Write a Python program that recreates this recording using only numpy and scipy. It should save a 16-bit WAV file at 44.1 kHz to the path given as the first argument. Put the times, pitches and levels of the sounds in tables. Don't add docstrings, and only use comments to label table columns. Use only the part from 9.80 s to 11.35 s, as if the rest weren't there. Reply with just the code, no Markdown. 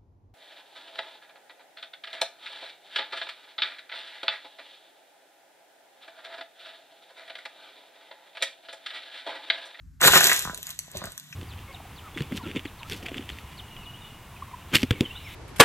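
import sys
import numpy as np
from scipy import signal
from scipy.fft import rfft, irfft
from scipy.io import wavfile

SR = 44100
rng = np.random.default_rng(int(sys.argv[2]) if len(sys.argv) > 2 else 0)


def to_wav(sig):
    pcm = np.clip(np.atleast_2d(sig), -1, 1) * 32767
    pcm = np.round(pcm).astype(np.int16)
    wavfile.write(sys.argv[1], SR, pcm.T)


N = 68355

# (frequency [Hz], level [dB])
SPLINTER_TONE = [(100, -44), (1000, -47.5), (2500, -6.5), (3800, 3.5), (4800, -10.5), (6000, -7),
                 (7000, -4), (8300, -8), (10000, -18.5), (12500, -12.5), (16000, -34)]
# (time [s], level [dB])
SPLINTER_RIDE = [(0.2, -60), (0.207, -37.5), (0.236, -20), (0.281, -19), (.298, -28), (0.32, -24.5),
                 (0.358, -16.5), (0.398, -25.5), (0.453, -22.5), (0.532, -28.5), (.585, -34.5),
                 (.645, -41.5), (.70, -51.5), (0.818, -51), (0.902, -47), (0.959, -58), (1.14, -58.5),
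                 (1.175, -41.5), (1.21, -71), (1.258, -49.5), (1.351, -58.5), (1.55, -56.5)]
# (time [s], level [dB])
SNAP_HITS = [(0.2147, -17.5), (0.2616, -17), (0.274, -7.5), (0.2795, -11.5), (0.2792, -11), (0.283, -28),
             (.3755, -10), (0.4068, -13.5), (0.432, -22), (0.4422, -9), (0.4702, -11.5), (.5310, -15),
             (.5436, -23.5), (.5634, -19), (0.5926, -18.5), (0.623, -25), (.6490, -29), (0.7457, -27),
             (0.7757, -31.5), (0.8297, -28), (.8688, -27), (.8918, -32), (.9050, -30), (.9105, -35),
             (.9908, -21.5), (1.1156, -39), (1.1710, -28), (1.1812, -35), (1.2403, -34), (1.2555, -32.5),
             (1.3203, -36), (1.3782, -29), (1.3983, -34)]
# (frequency [Hz], level [dB], decay [s])
SNAP_RING = [(6660, 5.5, 0.00038), (6930, -4, 0.00093), (7460, 7.5, 0.00016), (10800, -9, 0.000084),
             (11950, -18, 0.00029)]
# (frequency [Hz], level [dB])
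SNAP_TONE = [(100, -42.5), (1500, -1), (2500, -3), (4000, 8), (4900, 2), (6200, 3), (8000, 8.5),
             (12500, -4), (16000, -5)]
SNAP_DECAY_S, SHARD_RISE_S = 0.00087, 0.00025

def shards():
    out = swarm(SPLINTER_TONE, SPLINTER_RIDE, SNAP_DECAY_S, per_s=5000, spread_db=5.5, detune=0.043)
    for s, db in SNAP_HITS:
        pitch = 1 + 0.014 * rng.uniform(-1.3, 1)
        modes = sum(amp(mode_db) * ping(hz * pitch, decay_s, SHARD_RISE_S)
                    for hz, mode_db, decay_s in SNAP_RING)
        ring = unit(place(modes))
        tick = amp(3) * fracture(SNAP_TONE, pitch, SNAP_DECAY_S)
        add(out, s, db, stutter(ring + tick))
    return out


# (frequency [Hz], level [dB])
WALL_TONE = [(60, -43), (250, -32), (600, -9), (1100, -3), (1350, -2.5), (1520, -4.5), (1700, 0.5),
             (2000, 0.5), (2400, -5), (4000, -16.5), (8000, -35.5), (16000, -24)]
# (time [s], level [dB])
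CRUMBLE_RIDE = [(0.198, -57), (0.209, -31.5), (0.245, -20.5), (.28, -32.5), (.30, -36), (0.321, -26.5),
                (0.362, -16.5), (0.397, -31.5), (.435, -28), (0.519, -33.5), (0.587, -40.5), (0.679, -60),
                (0.801, -69), (.89, -48.5), (0.958, -66), (1.123, -59), (1.168, -51.5), (1.28, -56),
                (1.362, -64.5), (1.55, -62)]
# (time [s], level [dB], pitch [Hz])
CRACK_HITS = [(0.2184, -14, 1360), (0.239, -11.5, 1410), (0.2498, -9, 1420), (0.2738, -12.5, 1500),
              (0.2765, -9, 1540), (.2810, -6.5, 1446), (0.3352, -7.5, 1445), (0.3581, -11.5, 1140),
              (0.3628, -7, 1406), (0.41, -11.5, 1670), (.4955, -15, 1910), (.4992, -14.5, 2060),
              (0.5159, -12.5, 1520), (0.5188, -15.5, 1840), (0.5234, -14, 1940), (0.527, -35, 1900),
              (0.8729, -43, 1420), (1.3774, -44.5, 1490)]
CRACK_DECAY_S = 0.00096

def shell_walls():
    out = swarm(WALL_TONE, CRUMBLE_RIDE, CRACK_DECAY_S, per_s=4000, spread_db=1.5, detune=0.08)
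    for s, db, hz in CRACK_HITS:
        flex = place(ping(hz, decay_s=0.00072, rise_s=0.0011))
        burst = amp(-4) * fracture(WALL_TONE, hz / 1500, CRACK_DECAY_S)
        add(out, s, db, flex + burst)
    return out


# (frequency [Hz], level [dB])
GRIND_TONE = [(30, -50), (90, -6), (170, 3.5), (240, -10.5), (350, 4.5), (600, -2), (900, -5), (1600, -24),
              (4000, 0.5), (16000, -85.5)]
# (time [s], level [dB])
GRIND_RIDE = [(0.204, -82), (0.213, -37), (0.235, -24), (0.28, -19), (0.31, -37), (0.356, -19.5),
              (0.424, -34.5), (.47, -31), (0.558, -46), (0.679, -53.5), (.80, -55), (.87, -72.5),
              (1.101, -67.5), (1.166, -39.5), (1.2, -47), (1.25, -45.5), (1.331, -61), (1.399, -82)]
# (time [s], level [dB], pitch [Hz], decay [s])
KNOCK_HITS = [(.3570, -8, 685, .0021), (.6524, -23, 1200, .0005), (.6742, -23, 1250, .0005),
              (.6965, -22.5, 1350, .0005), (.7320, -33, 650, .0045), (.7850, -40, 630, .0038),
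              (1.0800, -42, 686, .0013), (1.1505, -25, 590, .0048), (1.2170, -30, 1150, .001),
              (1.2205, -31, 620, .003), (1.2398, -27, 1500, .0003), (1.2415, -29, 658, .005),
              (1.2700, -34, 1550, .0005), (1.2712, -33, 644, .0043)]
BOARD_HZ, KNOCK_RISE_S = 157.7, 0.0004

def sole():
    out = swarm(GRIND_TONE, GRIND_RIDE, decay_s=0.00094, per_s=1500, spread_db=2, detune=0.037)
    for s, db, hz, decay_s in KNOCK_HITS:
        thud = amp(-3) * ping(BOARD_HZ, decay_s=0.006, rise_s=KNOCK_RISE_S)
        knock = ping(hz, decay_s, KNOCK_RISE_S)
        add(out, s, db, place(through_boards(knock + thud)))
    return out


def through_boards(sound, bend_s=0.0008, muffle_hz=2250):
    hz = np.fft.rfftfreq(len(sound), 1 / SR)
    lag_cycles = bend_s * (2 * np.sqrt(1000 * hz) - hz * np.sqrt(1000 / muffle_hz))
    swept = irfft(rfft(sound) * np.exp(-2j * np.pi * lag_cycles))
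    return signal.sosfilt(signal.butter(6, muffle_hz, fs=SR, output="sos"), swept)


HOLLOW_RING = [843, 996, 1108, 1243, 1352, 1462, 1492, 1545, 1612, 1775, 2000]

def hollow(blows, t60_s=0.12, ring_db=-7):
    t = np.arange(SR // 3) / SR
    modes = sum(np.sin(2 * np.pi * (hz * t + rng.random())) for hz in HOLLOW_RING)
    ring = unit(convolve(blows, amp(-60 * t / t60_s) * modes))
    return blows + amp(ring_db) * np.linalg.norm(blows[0]) * ring


# (frequency [Hz], level [dB])
SKID_RING = [(1480, -1), (1920, -12), (2520, 9.5), (5850, 1.5)]

def skid():
    out = np.zeros((2, N))
    scrape = noise_burst(decay_s=0.0043)
    ring = sum(amp(db) * unit(convolve(scrape, ping(hz, decay_s=0.00066, rise_s=SHARD_RISE_S)))[0]
               for hz, db in SKID_RING)
    add(out, s=1.526, db=-31, sound=place(ring))
    return out


# (time [s], level [dB], pitch [Hz])
THUMP_HITS = [(0.242, -24, 96.5), (0.301, -21.5, 78), (1.167, -26, 92), (1.247, -32, 101),
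              (1.507, -34.5, 149)]

def floor_thumps():
    out = np.zeros((2, N))
    for s, db, hz in THUMP_HITS:
        thump = ping(hz, decay_s=0.011, rise_s=0.0039, size=4096)
        add(out, s, db, np.array([thump, thump]))
    return out


# (frequency [Hz], level [dB])
WEIGHT_TONE = [(26, -44), (37, -4), (56, -2.5), (85, 1), (130, -25), (200, -28), (300, -58), (1000, -67)]
# (time [s], level [dB])
WEIGHT_RIDE = [(-.05, -46), (.2, -47.5), (.35, -51), (.48, -49), (.55, -59), (.66, -42.5), (.89, -60.5),
               (1.14, -60), (1.29, -45.5), (1.42, -78)]

def weight_rumble():
    return fader(WEIGHT_RIDE) * noise_bed(WEIGHT_TONE)


# (frequency [Hz], T60 [s])
ROOM_DECAY = [(100, 0.05), (500, 0.36), (1500, 0.38), (7000, 0.49), (14000, 0.12)]

def reflections(breaks, crush):
    early = convolve(breaks, echoes([(1, 0.05)], width=0.45))
    late = convolve(crush, echoes(ROOM_DECAY, width=0.8))
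    return amp(-9) * early + amp(-12) * late


def echoes(t60_curve, width, size=256):
    hz, t, (mid, side) = signal.stft(rng.standard_normal((2, SR // 2)), SR, nperseg=size)
    side = side * (width * hz / (hz + 600))[:, None]
    decay = amp(-60 * t / at_hz(t60_curve, hz)[:, None])
    tail = signal.istft(np.array([mid + side, mid - side]) * decay, SR, nperseg=size)[1]
    return unit(tail * (np.arange(tail.shape[1]) / SR > 0.002))


# (frequency [Hz], level [dB])
ROOM_TONE = [(40, -35), (100, -17.5), (145, 5), (176, 0), (205, -14.5), (260, -7.5), (500, -46),
             (1500, -28), (3000, -41), (7000, -36.5), (16000, -55.5)]

def room_tone():
    return amp(-57.5) * noise_bed(ROOM_TONE)


def swarm(tone, ride, decay_s, per_s, spread_db, detune, pieces=24):
    chance = per_s / SR
    sizes = amp(spread_db * np.minimum(rng.exponential(1, N), 3))
    sizes /= np.sqrt(np.mean(sizes ** 2) * chance)
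    fires = rng.random(N) < chance
    clicks = sizes * fires * fader(ride) * rng.choice([-1, 1], N)
    piece = rng.integers(0, pieces, N)
    return sum(convolve(clicks * (piece == k), fracture(tone, np.exp(detune * step), decay_s))
               for k, step in enumerate(np.linspace(-1, 1, pieces)))


def fracture(tone, pitch, decay_s):
    run = 2 * unit(noise_burst(decay_s))
    run[0] += 1
    return unit(place(convolve(run, colour(tone, pitch))[0]))


def stutter(sound, count=3, gap_s=0.00045, step_db=-5):
    at = np.cumsum(gap_s * SR * (0.5 + rng.random(count))).astype(int)
    jerks = np.zeros(at[-1] + 1)
    jerks[at - at[0]] = amp(step_db * np.arange(count)) * rng.choice([-1, 1], count)
    return convolve(sound, jerks)


def ping(hz, decay_s, rise_s, size=2048):
    t = np.arange(size) / SR
    sine = np.sin(2 * np.pi * (hz * t + rng.random()))
    return unit(sine * np.exp(-t / decay_s) * (1 - np.exp(-t / rise_s)))


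def noise_burst(decay_s, size=2048):
    return rng.standard_normal(size) * np.exp(-np.arange(size) / SR / decay_s)


def noise_bed(tone, width=0.37):
    gain = amp(at_hz(tone, np.fft.rfftfreq(N, 1 / SR)))
    mid, side = irfft(rfft(rng.standard_normal((2, N))) * gain, N)
    return np.sqrt(N) * unit(np.array([mid + width * side, mid - width * side]))


# (frequency [Hz], lead [s])
LEFT_LEAD = [(100, 0.000077), (600, 0.00034), (1450, 0.000023), (2300, 0.00013), (4000, 0.00013),
             (14000, 0.00016)]

def place(sound, spread_s=0.000012):
    lag, pan_db = rng.standard_normal(2)
    size = 2 * len(sound)
    hz = np.fft.rfftfreq(size, 1 / SR)
    delay_s = at_hz(LEFT_LEAD, hz) + spread_s * lag
    right = irfft(rfft(sound, size) * np.exp(-2j * np.pi * hz * delay_s))[:len(sound)]
    return np.array([sound * amp(pan_db), right * amp(-pan_db)])


def colour(tone, pitch=1, size=2048):
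    hz = abs(np.fft.fftfreq(size, 1 / SR))
    log_gain = np.log(amp(at_hz(tone, hz / pitch)))
    return np.fft.ifft(np.exp(np.conj(signal.hilbert(log_gain)))).real


def add(mix, s, db, sound):
    part = mix[:, round(s * SR):][:, :sound.shape[1]]
    part += amp(db) * np.sqrt(SR / 1000) * unit(sound)[:, :part.shape[1]]


def convolve(x, response):
    x = np.atleast_2d(x)
    return signal.fftconvolve(x, np.atleast_2d(response), axes=1)[:, :x.shape[1]]


def fader(ride):
    return amp(np.interp(np.arange(N) / SR, *np.transpose(ride), left=-200))


def at_hz(curve, hz):
    curve_hz, values = np.transpose(curve)
    return np.interp(np.log(hz + 1), np.log(curve_hz + 1), values)


def unit(x):
    return x / np.sqrt(np.mean(np.sum(x ** 2, -1)) + 1e-20)


def amp(db):
    return 10 ** (np.asarray(db) / 20)


def scene():
    bright = shards() + skid()
    walls = shell_walls()
    crush = bright + hollow(walls + sole())
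    room = reflections(bright + walls, crush)
    return crush + room + floor_thumps() + weight_rumble() + room_tone()


# (frequency [Hz], gain [dB])
OVERALL_EQ = [(20, -3), (8400, 2), (9100, 1.5), (9550, -5.5), (10150, 0), (10700, 7), (14100, 9.5),
              (14800, -3), (16000, -11)]
HIGH_CUT_HZ = 15750

def record(dry):
    heard = np.clip(convolve(dry, colour(OVERALL_EQ)), -1, 1)
    high_cut = signal.firwin(511, HIGH_CUT_HZ, window=("kaiser", 9), fs=SR)
    return signal.oaconvolve(heard, high_cut[None], "same")


dry = scene()
out = record(dry)
to_wav(out)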